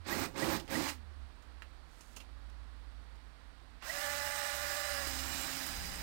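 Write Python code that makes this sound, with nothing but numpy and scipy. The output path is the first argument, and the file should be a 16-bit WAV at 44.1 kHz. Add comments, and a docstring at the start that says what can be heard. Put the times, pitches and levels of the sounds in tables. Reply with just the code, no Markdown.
"""A cordless drill is blipped three times in a hole in a steel panel, which rumbles under the bit.
It is lifted and set down with a few ticks. Then it bores the next hole: the motor whines, the bit
grabs and slips in a fast chatter, then cuts with a thin squeal. A distant engine drones outside the
garage throughout. All this is in the right channel; at the end a soft rush swells on both sides."""
import sys
import numpy as np
from scipy import signal
from scipy.io import wavfile

SR = 44100
rng = np.random.default_rng(int(sys.argv[2]) if len(sys.argv) > 2 else 0)


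def log_audio(samples):
    """Write samples as a 16-bit WAV file to the path given in sys.argv[1]."""
    # one column per channel
    frames = np.atleast_2d(samples).T
    # limit to full scale, then quantise
    limited = np.clip(frames, -1, 1)
    pcm = np.round(limited * 32767).astype(np.int16)
    wavfile.write(sys.argv[1], SR, pcm)


N = 265482

# Short pulls of the trigger. Each row: press and release in seconds, top speed in turns per second,
# coasting time in seconds, fade in dB per second, relative levels of hiss, gear rattle and panel rumble
# in dB, and the second at which the bit leaves the rim.
BLIPS = [(0.037, .256, 297, 0.083, 750, -47, -46, -39, 0.24),
         (0.334, 0.566, 292, 0.086, 560, -47, -45, -34.5, 0.55),
         (0.668, 0.898, 305, .42, 400, -46, -47, -35.5, 0.81)]
# The motor sags as the bit digs in. Each row: time in seconds, top speed in turns per second.
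BORE_SPEED = [(3.8, 277), (4.0, 277), (4.22, 285), (4.55, 274), (4.95, 264), (6.02, 266)]
# Gear whine while boring. Each row: time in seconds, relative level in dB.
BORE_WHINE = [(3.85, -70), (3.93, -58.5), (4.1, -49.5), (4.3, -48), (4.65, -55.5), (4.97, -54),
              (5.15, -62.5), (5.7, -62.5), (6.02, -69)]
# Tones of the cooling fan. Each row: multiple of the motor speed, relative level in dB.
FAN_TONES = [(14, -22), (21, -17), (28, -24)]
# How fast the bit chatters. Each row: time in seconds, slips per second.
CHATTER_RATE = [(3.9, 279), (4.0, 287), (4.85, 290), (5.03, 277), (5.5, 281)]
# Tones of the chatter. Each row: multiple of the chatter rate, relative level in dB.
CHATTER_TONES = [(2, -1), (4.05, -7), (5, -5), (6, -2.5), (7, -4.5), (8.3, -14), (10, -14.5)]
# Thin squeals and high motor overtones.
# Each row: start and end in seconds, pitch and width in Hz, relative level in dB.
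SQUEALS = [(.108, .135, 14100, 900, -47), (.195, 0.21, 14800, 1200, -48), (0.498, 0.549, 14500, 1400, -48),
           (4.25, 4.54, 8260, 44.7, -55.5), (4.62, 4.9, 4890, 50, -57), (4.876, 5.158, 4890, 35.7, -51),
           (4.653, 4.88, 7540, 109.9, -54.5), (4.7, 5.4, 5240, 50, -60), (5.1, 5.583, 7490, 90, -55.5),
           (5.118, 5.55, 7700, 80, -65), (5.15, 5.51, 2910, 49.9, -58.5), (5.15, 5.495, 2387, 70, -57),
           (5.479, 6.1, 4874, 45, -56.5)]
# Short knocks and clicks: trigger releases, taps on the steel, snapping chips.
# Each row: start in seconds, relative level in dB, brightness in Hz, seconds to fade by 60 dB.
KNOCKS = [(0.259, -53, 7000, 0.019), (0.442, -33, 403, 0.019), (0.501, -37, 900, 0.028),
          (.598, -45, 3700, 0.056), (.678, -52, 2496, 0.057), (0.888, -39.5, 5400, 0.072),
          (1.4226, -68.5, 5900, 0.1), (1.621, -50.5, 1710, 0.055), (2.0077, -56.5, 6100, 0.075),
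          (2.163, -51.5, 6170, 0.078), (2.168, -49, 5570, 0.064), (2.202, -53.5, 2710, 0.095),
          (2.499, -65, 4985, 0.038), (3.1556, -67, 4020, 0.042), (3.823, -49, 1600, 0.18),
          (5.071, -42, 12050, 0.073), (5.41, -44.5, 13120, 0.093), (5.665, -42.5, 12060, 0.086)]
# The distant engine. Each row: time in seconds, pitch in Hz, relative level in dB.
ENGINE = [(0.0, 86.4, -49), (0.1, 80, -61), (0.22, 90.5, -53), (0.3, 81.7, -59), (0.55, 66.6, -56),
          (0.74, 67, -59), (0.82, 74.9, -52.5), (1.05, 75.2, -52), (1.26, 66.2, -50), (1.34, 63.6, -63),
          (1.59, 61.0, -52), (1.96, 59.6, -63), (2.08, 55.8, -61.5), (2.45, 55.9, -49), (3.84, 55.6, -59.5),
          (3.96, 66.9, -70), (4.14, 72.43, -54.5), (4.32, 72.4, -55), (4.41, 67.6, -66),
          (4.61, 68.1, -50.5), (4.81, 68.04, -63), (4.86, 66.66, -54), (5.25, 67.0, -46),
          (5.5, 68.2, -59.5), (5.89, 66.4, -53), (6.02, 55.8, -55)]

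# The pitches at which things ring. Each row: pitch in Hz, width in Hz, relative level in dB.
BIT_MODES = [(2912, 92, 0), (4000, 180, -1), (4950, 77, 2), (5200, 99, 1.5), (5650, 85, -1.5),
             (6600, 170, -2), (7230, 140, -8), (8490, 130, -1.5), (12560, 200, -24)]   # bit and chuck under the cut
CHATTER_MODES = [(607, 9, 3), (770, 42, -23), (1230, 73, -3), (1360, 130, -11), (1734, 320, -3),
                 (1966, 76, -4)]   # rung by the scrapes of the chatter
PANEL_MODES = [(326, 25, -0.5), (540.4, 21, 2), (846, 56, -3.5)]   # the steel sheet
HOUSING_MODES = [(254, 67, 10.5), (970, 730, 6), (1410, 340, 7.5), (2750, 320, 7), (3170, 210, -1),
                 (8600, 170, -27.5), (15300, 430, -14)]   # chuck and housing when knocked

# The colour of each noise, from low to high. Each row: frequency in Hz, relative strength there in dB.
HISS_COLOUR = [(500, -16), (700, -4.5), (980, -8), (1250, -4.5), (1750, -0.5), (2400, -4.5), (3300, -8.5),
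               (3900, -6), (5200, -8), (6600, -8.5), (8800, -7.5), (9700, -15), (12000, -12), (15500, -11)]   # brushes, fan and chips
RATTLE_COLOUR = [(450, -19), (560, -6), (830, -3), (1100, 0), (1500, -3.5), (2100, -1), (2800, -12),
                 (4500, -9), (7000, -20.5)]   # gears and loose bit
RIM_RUMBLE_COLOUR = [(60, -6), (150, -2.5), (190, -4.5), (240, 2), (310, 2), (400, -1), (470, -18),
                     (700, -11.5), (1200, -17.5)]   # the panel during the blips
BORE_RUMBLE_COLOUR = [(70, -2), (150, 6.5), (200, -6), (300, 5), (460, -12), (700, -4), (1100, -1),
                      (2000, -34)]   # the panel while boring
RUSH_COLOUR = [(25, -6), (60, 1.5), (115, -13), (180, -7.5), (300, -17), (550, -22.5), (850, -17.5),
               (2000, -24), (4500, -30), (8000, -38), (15000, -51)]   # the closing rush
AIR_COLOUR = [(100, -27.5), (280, -24.5), (380, -31.5), (650, -29.5), (1200, -28.5), (1900, -32),
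              (2500, -37), (4700, -38), (5600, -48.5), (7500, -51), (8700, -47.5), (10000, -57),
              (15800, -61)]   # still air in the garage
OUTSIDE_COLOUR = [(26, -2), (40, 8), (60, 0.5), (85, -4.5), (110, -36)]   # low rumble from outside
LEFT_NOISE_COLOUR = [(25, -2), (60, 1.5), (150, -5), (300, -10), (650, -12), (1100, -18.5), (2200, -19.5),
                     (3500, -25), (5200, -27), (6500, -36), (8300, -40), (10800, -25.5), (13000, -27),
                     (15500, -34)]   # faint noise in the left channel

SPIN_UP_S, HISS_LAG_S = 0.068, 0.023   # the motor gathers speed, and only then does the hiss come
RATTLE_ATTACK_S, RUMBLE_ATTACK_S = 0.022, 0.045
BORE_START_S, BORE_FADE_S = 3.794, 5.55   # the trigger is pressed; the drill's sound starts to fade
CHATTER_START_S, CHATTER_END_S = 3.912, 5.03   # the bit skates
BITE_START_S, BITE_END_S = 4.92, 5.65   # the bit bites and shakes the panel
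CUTOFF_HZ = 15800


def drill():
    """Three blips and one long bore. Returns the drill's noises and its tones separately."""
    speed = motor_speed()
    blipping, rattling, reaming, blip_hum, blip_whine = blip_gains()
    first_press, last_release = BLIPS[0][0], BLIPS[-1][1]
    # a faint whirr carries on between the blips
    coasting = from_db(-70.5) * envelope(first_press, last_release, attack_s=0.017, fall_db_per_s=299)
    bore = from_db(-44.5) * envelope(BORE_START_S + HISS_LAG_S, BORE_FADE_S, 0.045, fall_db_per_s=13)
    bite = envelope(BITE_START_S, BITE_END_S, attack_s=0.073, fall_db_per_s=86)
    running = blipping + coasting + bore
    boring = from_db(-17.5) * bore + from_db(-58) * bite
    hum = blip_hum + from_db(-33) * bore + from_db(-57.5) * bite
    whine = blip_whine + from_db(curve(BORE_WHINE, outside=-np.inf))
    # the gears also rattle as the bore starts, until the bit takes the load
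    rattling += from_db(-54.5) * envelope(BORE_START_S, CHATTER_START_S, RATTLE_ATTACK_S, 200)
    noises = hiss(speed, running) + rattling * gear_rattle() + panel(reaming, boring)
    noises += squeals() + knocks() + tip_slide()
    return noises, motor(speed, running, hum, whine) + chatter(speed, bore)


def motor_speed():
    """Turns per second: each pull of the trigger spins the motor up; let go, it coasts down."""
    pulls = [top * rise(press, SPIN_UP_S) * np.exp(-since(release) / coast_s)
             for press, release, top, coast_s, *_ in BLIPS]
    bore = curve(BORE_SPEED) * rise(BORE_START_S, SPIN_UP_S)
    return np.max(pulls + [bore], axis=0)


def blip_gains():
    """How strong the hiss, gear rattle, panel rumble, hum and whine are over the three blips."""
    gains = np.zeros((5, N))
    for press, release, _, _, fade, hiss_db, rattle_db, rumble_db, leaves_rim in BLIPS:
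        gains += [from_db(hiss_db) * envelope(press + HISS_LAG_S, release, 0.014, fade),
                  from_db(rattle_db) * envelope(press, release, RATTLE_ATTACK_S, fade),
                  from_db(rumble_db) * envelope(press, leaves_rim, RUMBLE_ATTACK_S, fall_db_per_s=222),
                  from_db(-51.5) * envelope(press, release, RUMBLE_ATTACK_S, fall_db_per_s=153),
                  from_db(-57) * envelope(press, release, RUMBLE_ATTACK_S, fade)]
    return gains


def motor(speed, running, hum_gain, whine_gain):
    """The off-balance motor hums once a turn, the gears whine at three a turn, the fan sings faintly."""
    turn = angle(speed * (1 + 0.00172 * drift(17.5)))
    hum = hum_gain * from_db(1.8 * drift(25)) * np.sin(turn + 0.45 * drift(30))
    third, ninth = np.sin(3 * turn), np.sin(9 * turn)
    whine = whine_gain * from_db(1.7 * drift(20)) * third
    fan = sum(from_db(db + 2 * drift(12)) * np.sin(multiple * turn) for multiple, db in FAN_TONES)
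    # as the speed changes, overtones sweep through the pitches at which the housing rings
    squeak = resonance(resonance(ninth, hz=1930, width=95), hz=1930, width=95)
    lower_squeak = resonance(resonance(ninth, hz=1640, width=110), hz=1620, width=110)
    hoot = resonance(third, hz=633, width=26)
    housing = from_db(13.5) * squeak + from_db(6.5) * lower_squeak + from_db(2) * hoot
    return np.sqrt(2) * (hum + whine) + running * (housing + fan)


def hiss(speed, running):
    """Brushes, fan and breaking chips make a dense crackle that throbs with each turn; the bit rings."""
    throb = (1 + 0.073 * np.sin(angle(speed))) * from_db(0.64 * drift(40))
    crackle = np.array([grains(per_s=16000, spread_db=1) for _ in range(2)]) * throb
    rush = from_db(1) * coloured(HISS_COLOUR, flicker_db=1.35, sources=crackle, per_octave=5)
    ringing = from_db(-6.5) * body(grains(per_s=5000, spread_db=5), BIT_MODES)
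    return running * (rush + ringing)


def gear_rattle():
    """The gears and the loose bit clatter while the drill runs without load."""
    clatter = [grains(per_s=3000, spread_db=2) for _ in range(2)]
    return from_db(2) * coloured(RATTLE_COLOUR, flicker_db=1.5, sources=clatter)


def chatter(speed, bore):
    """The bit's edges grab and slip very fast; the rate sways as each of the two edges comes round."""
    gear_ratio, edges = 41, 2
    sway = 0.013 * np.sin(edges * angle(speed / gear_ratio)) + 0.004 * drift(12)
    slip = angle(curve(CHATTER_RATE) * (1 + sway)) + 0.014 * drift(105)
    tones = sum(from_db(db + 2 * drift(38)) * np.sin(multiple * slip + rng.uniform(0, 2 * np.pi))
                for multiple, db in CHATTER_TONES)
    scrapes = rng.standard_normal(N) * np.exp(3.9 * np.cos(slip))   # one short scrape per slip
    push = from_db(-46.5 + 1.4 * drift(9.6))   # the hand's push varies
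    skating = push * envelope(CHATTER_START_S, CHATTER_END_S, attack_s=0.028, fall_db_per_s=189)
    strength = skating + from_db(-13.5) * bore   # a little chatter lasts through the whole bore
    return strength * (rms_one(tones) + from_db(-5) * body(scrapes, CHATTER_MODES))


def panel(reaming, boring):
    """The bit's grooves bump round the hole's rim (reaming) or cut in (boring), shaking the sheet."""
    ringing = from_db(-7) * body(grains(per_s=550, spread_db=4), PANEL_MODES)
    bumps = [grains(per_s=1500, spread_db=5.5) for _ in range(2)]
    rim = ringing + from_db(-2) * coloured(RIM_RUMBLE_COLOUR, flicker_db=1.5, sources=bumps)
    return reaming * rim + boring * coloured(BORE_RUMBLE_COLOUR, flicker_db=0.5, sources=bumps)


def squeals():
    """Thin squeals and high motor overtones swell and fade; the more one wanders, the rougher it is."""
    out, seconds = np.zeros(N), since(0)
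    for start, end, hz, width, db in SQUEALS:
        progress = np.clip((seconds - start) / (end - start), 0, 1)
        swell = np.sqrt(np.sin(np.pi * progress))
        wander = np.cumsum(rng.standard_normal(N)) * np.sqrt(np.pi * width / SR)
        tone = resonance(np.sin(2 * np.pi * hz * seconds + wander), hz, 2 * width)
        out += from_db(db) * swell * rms_one(tone)
    return out


def knocks():
    """Each knock or click is a short crack that also rings the chuck and housing."""
    out, size = np.zeros(N), SR // 5
    age = np.arange(size) / SR
    ringing = from_db(-3) * body(rng.standard_normal(N), HOUSING_MODES)
    for start, db, bright_hz, fade_s in KNOCKS:
        span = slice(round(start * SR), round(start * SR) + size)
        crack = rms_one(resonance(rng.standard_normal(size), bright_hz, width=0.54 * bright_hz))
        out[span] += (crack + ringing[span]) * from_db(db - 60 * age / fade_s)
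    return out


def tip_slide():
    """The tip scratches faintly over the steel to its mark."""
    scratch = rms_one(resonance(grains(per_s=3100, spread_db=-4), hz=5880, width=5700))
    return from_db(-70) * envelope(start=1.838, end=2.22, attack_s=0.059, fall_db_per_s=600) * scratch


def garage_echo(sound, fade_s, echo_db):
    """Ten repeating echoes with unrelated delays make a small, cluttered room."""
    echoes = np.zeros(N)
    for k, lag in enumerate((rng.uniform(0.008, 0.035, 10) * SR).astype(int)):
        loop, gain = sound.copy(), from_db(-60 * lag / SR / fade_s)
        for i in range(lag, N, lag):
            loop[i:i + lag] += gain * loop[i - lag:i][:N - i]
        echoes += (-1) ** k * (loop - sound)
    return sound + from_db(echo_db) * echoes


def closing_rush():
    """A soft, deep rush swells on both sides, a little louder on the left."""
    swell = from_db(-46) * rise(start=5.68, attack_s=0.032)
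    return np.array([from_db(db) * swell * coloured(RUSH_COLOUR, flicker_db=1.5) for db in (0, -2)])


def distant_engine():
    """An engine drones far away: one low tone that wavers in pitch and level."""
    drone = np.sqrt(2) * np.sin(angle(curve(ENGINE, column=1)) + 0.28 * drift(21))
    waver = from_db(drift(32) - 0.5)
    return from_db(0.66 + curve(ENGINE, column=2)) * waver * drone


def room_noise():
    """Still air in the garage, with a low rumble from outside."""
    air = from_db(-63) * coloured(AIR_COLOUR, flicker_db=0, per_octave=4)
    return air + from_db(-60) * coloured(OUTSIDE_COLOUR, flicker_db=1.5)


def from_db(db):
    """Turn decibels into a number to multiply by."""
    return 10 ** (np.asarray(db) / 20)


def rms_one(x):
    """Scale a signal so that its average strength (rms) is 1."""
    return x / np.sqrt(np.mean(x ** 2) + 1e-20)


def since(start):
    """Seconds since a moment; zero before it."""
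    return np.maximum(np.arange(N) / SR - start, 0)


def rise(start, attack_s):
    """Climb from 0 towards 1, quickly at first and then more slowly."""
    return 1 - np.exp(-since(start) / attack_s)


def envelope(start, end, attack_s, fall_db_per_s):
    """Rise from the start in an S-curve, hold, and die away after the end."""
    return rise(start, attack_s) ** 2 * from_db(-fall_db_per_s * since(end))


def curve(rows, column=1, outside=None):
    """One column of a table, joined by straight lines in time."""
    rows = np.array(rows)
    return np.interp(since(0), rows[:, 0], rows[:, column], outside, outside)


def drift(hz):
    """A smooth random wobble, about 1 in size and mostly slower than hz."""
    r = np.exp(-80 * np.pi * hz / SR)
    noise = rng.standard_normal(N // 40 + 2002)   # one value for every 40 samples, plus a run-up
    slow = signal.lfilter([1], [1, -2 * r, r * r], noise)[2000:]
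    return np.interp(np.arange(N) / 40, np.arange(len(slow)), rms_one(slow))


def angle(hz):
    """The angle reached so far by something that turns at this rate."""
    return 2 * np.pi * np.cumsum(hz) / SR


def resonance(x, hz, width):
    """Let a signal ring at one pitch; a narrower width rings longer."""
    r = np.exp(-np.pi * width / SR)
    feedback = [1, -2 * r * np.cos(2 * np.pi * hz / SR), r * r]
    return signal.lfilter(np.array([1, 0, -1]) * (1 - r * r) / 2, feedback, x + 1e-18)


def body(x, modes):
    """Let a signal ring an object at several pitches, added with alternating signs."""
    rings = [from_db(db) * resonance(x, hz, width) for hz, width, db in modes]
    return rms_one(sum((-1) ** k * ring for k, ring in enumerate(rings)))


def grains(per_s, spread_db):
    """Tiny contacts of uneven strength at random moments."""
    sizes = from_db(spread_db * np.minimum(rng.exponential(1, N), 4)) * rng.choice([-1, 1], N)
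    return rms_one(sizes * (rng.random(N) < per_s / SR))


def coloured(colour, flicker_db, sources=None, per_octave=3):
    """Shape noise band by band. Two sources take turns feeding the bands, and each band can flicker."""
    sources = rng.standard_normal((2, N)) if sources is None else sources
    hz, db = np.transpose(colour)
    edges = 16000 / 2 ** (np.arange(9 * per_octave + 2)[::-1] / per_octave)
    out = np.zeros(N)
    for k, (low, high) in enumerate(zip(edges, edges[1:])):
        if high > hz[0] and low < hz[-1]:
            band_filter = signal.butter(2, [low, high], "band", fs=SR, output="sos")
            band_db = np.interp(np.log(low * high) / 2, np.log(hz), db)
            flicker = flicker_db * drift(21) if flicker_db else 0
            out += signal.sosfilt(band_filter, sources[k % 2]) * from_db(band_db + flicker)
    return rms_one(out)


def scene():
    """Drill, garage and engine are on the right; the left has only faint noise until the closing rush."""
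    noises, tones = drill()
    echoing = garage_echo(noises, fade_s=0.15, echo_db=-16)
    right = from_db(5) * (echoing + tones + room_noise() + distant_engine())
    left = from_db(-80) * coloured(LEFT_NOISE_COLOUR, flicker_db=-0.5)
    return np.array([left, right]) + closing_rush()


def record(dry):
    """Cut off the very highest treble steeply."""
    return signal.sosfilt(signal.ellip(12, 0.1, 80, CUTOFF_HZ, fs=SR, output="sos"), dry)


dry = scene()
out = record(dry)
log_audio(out)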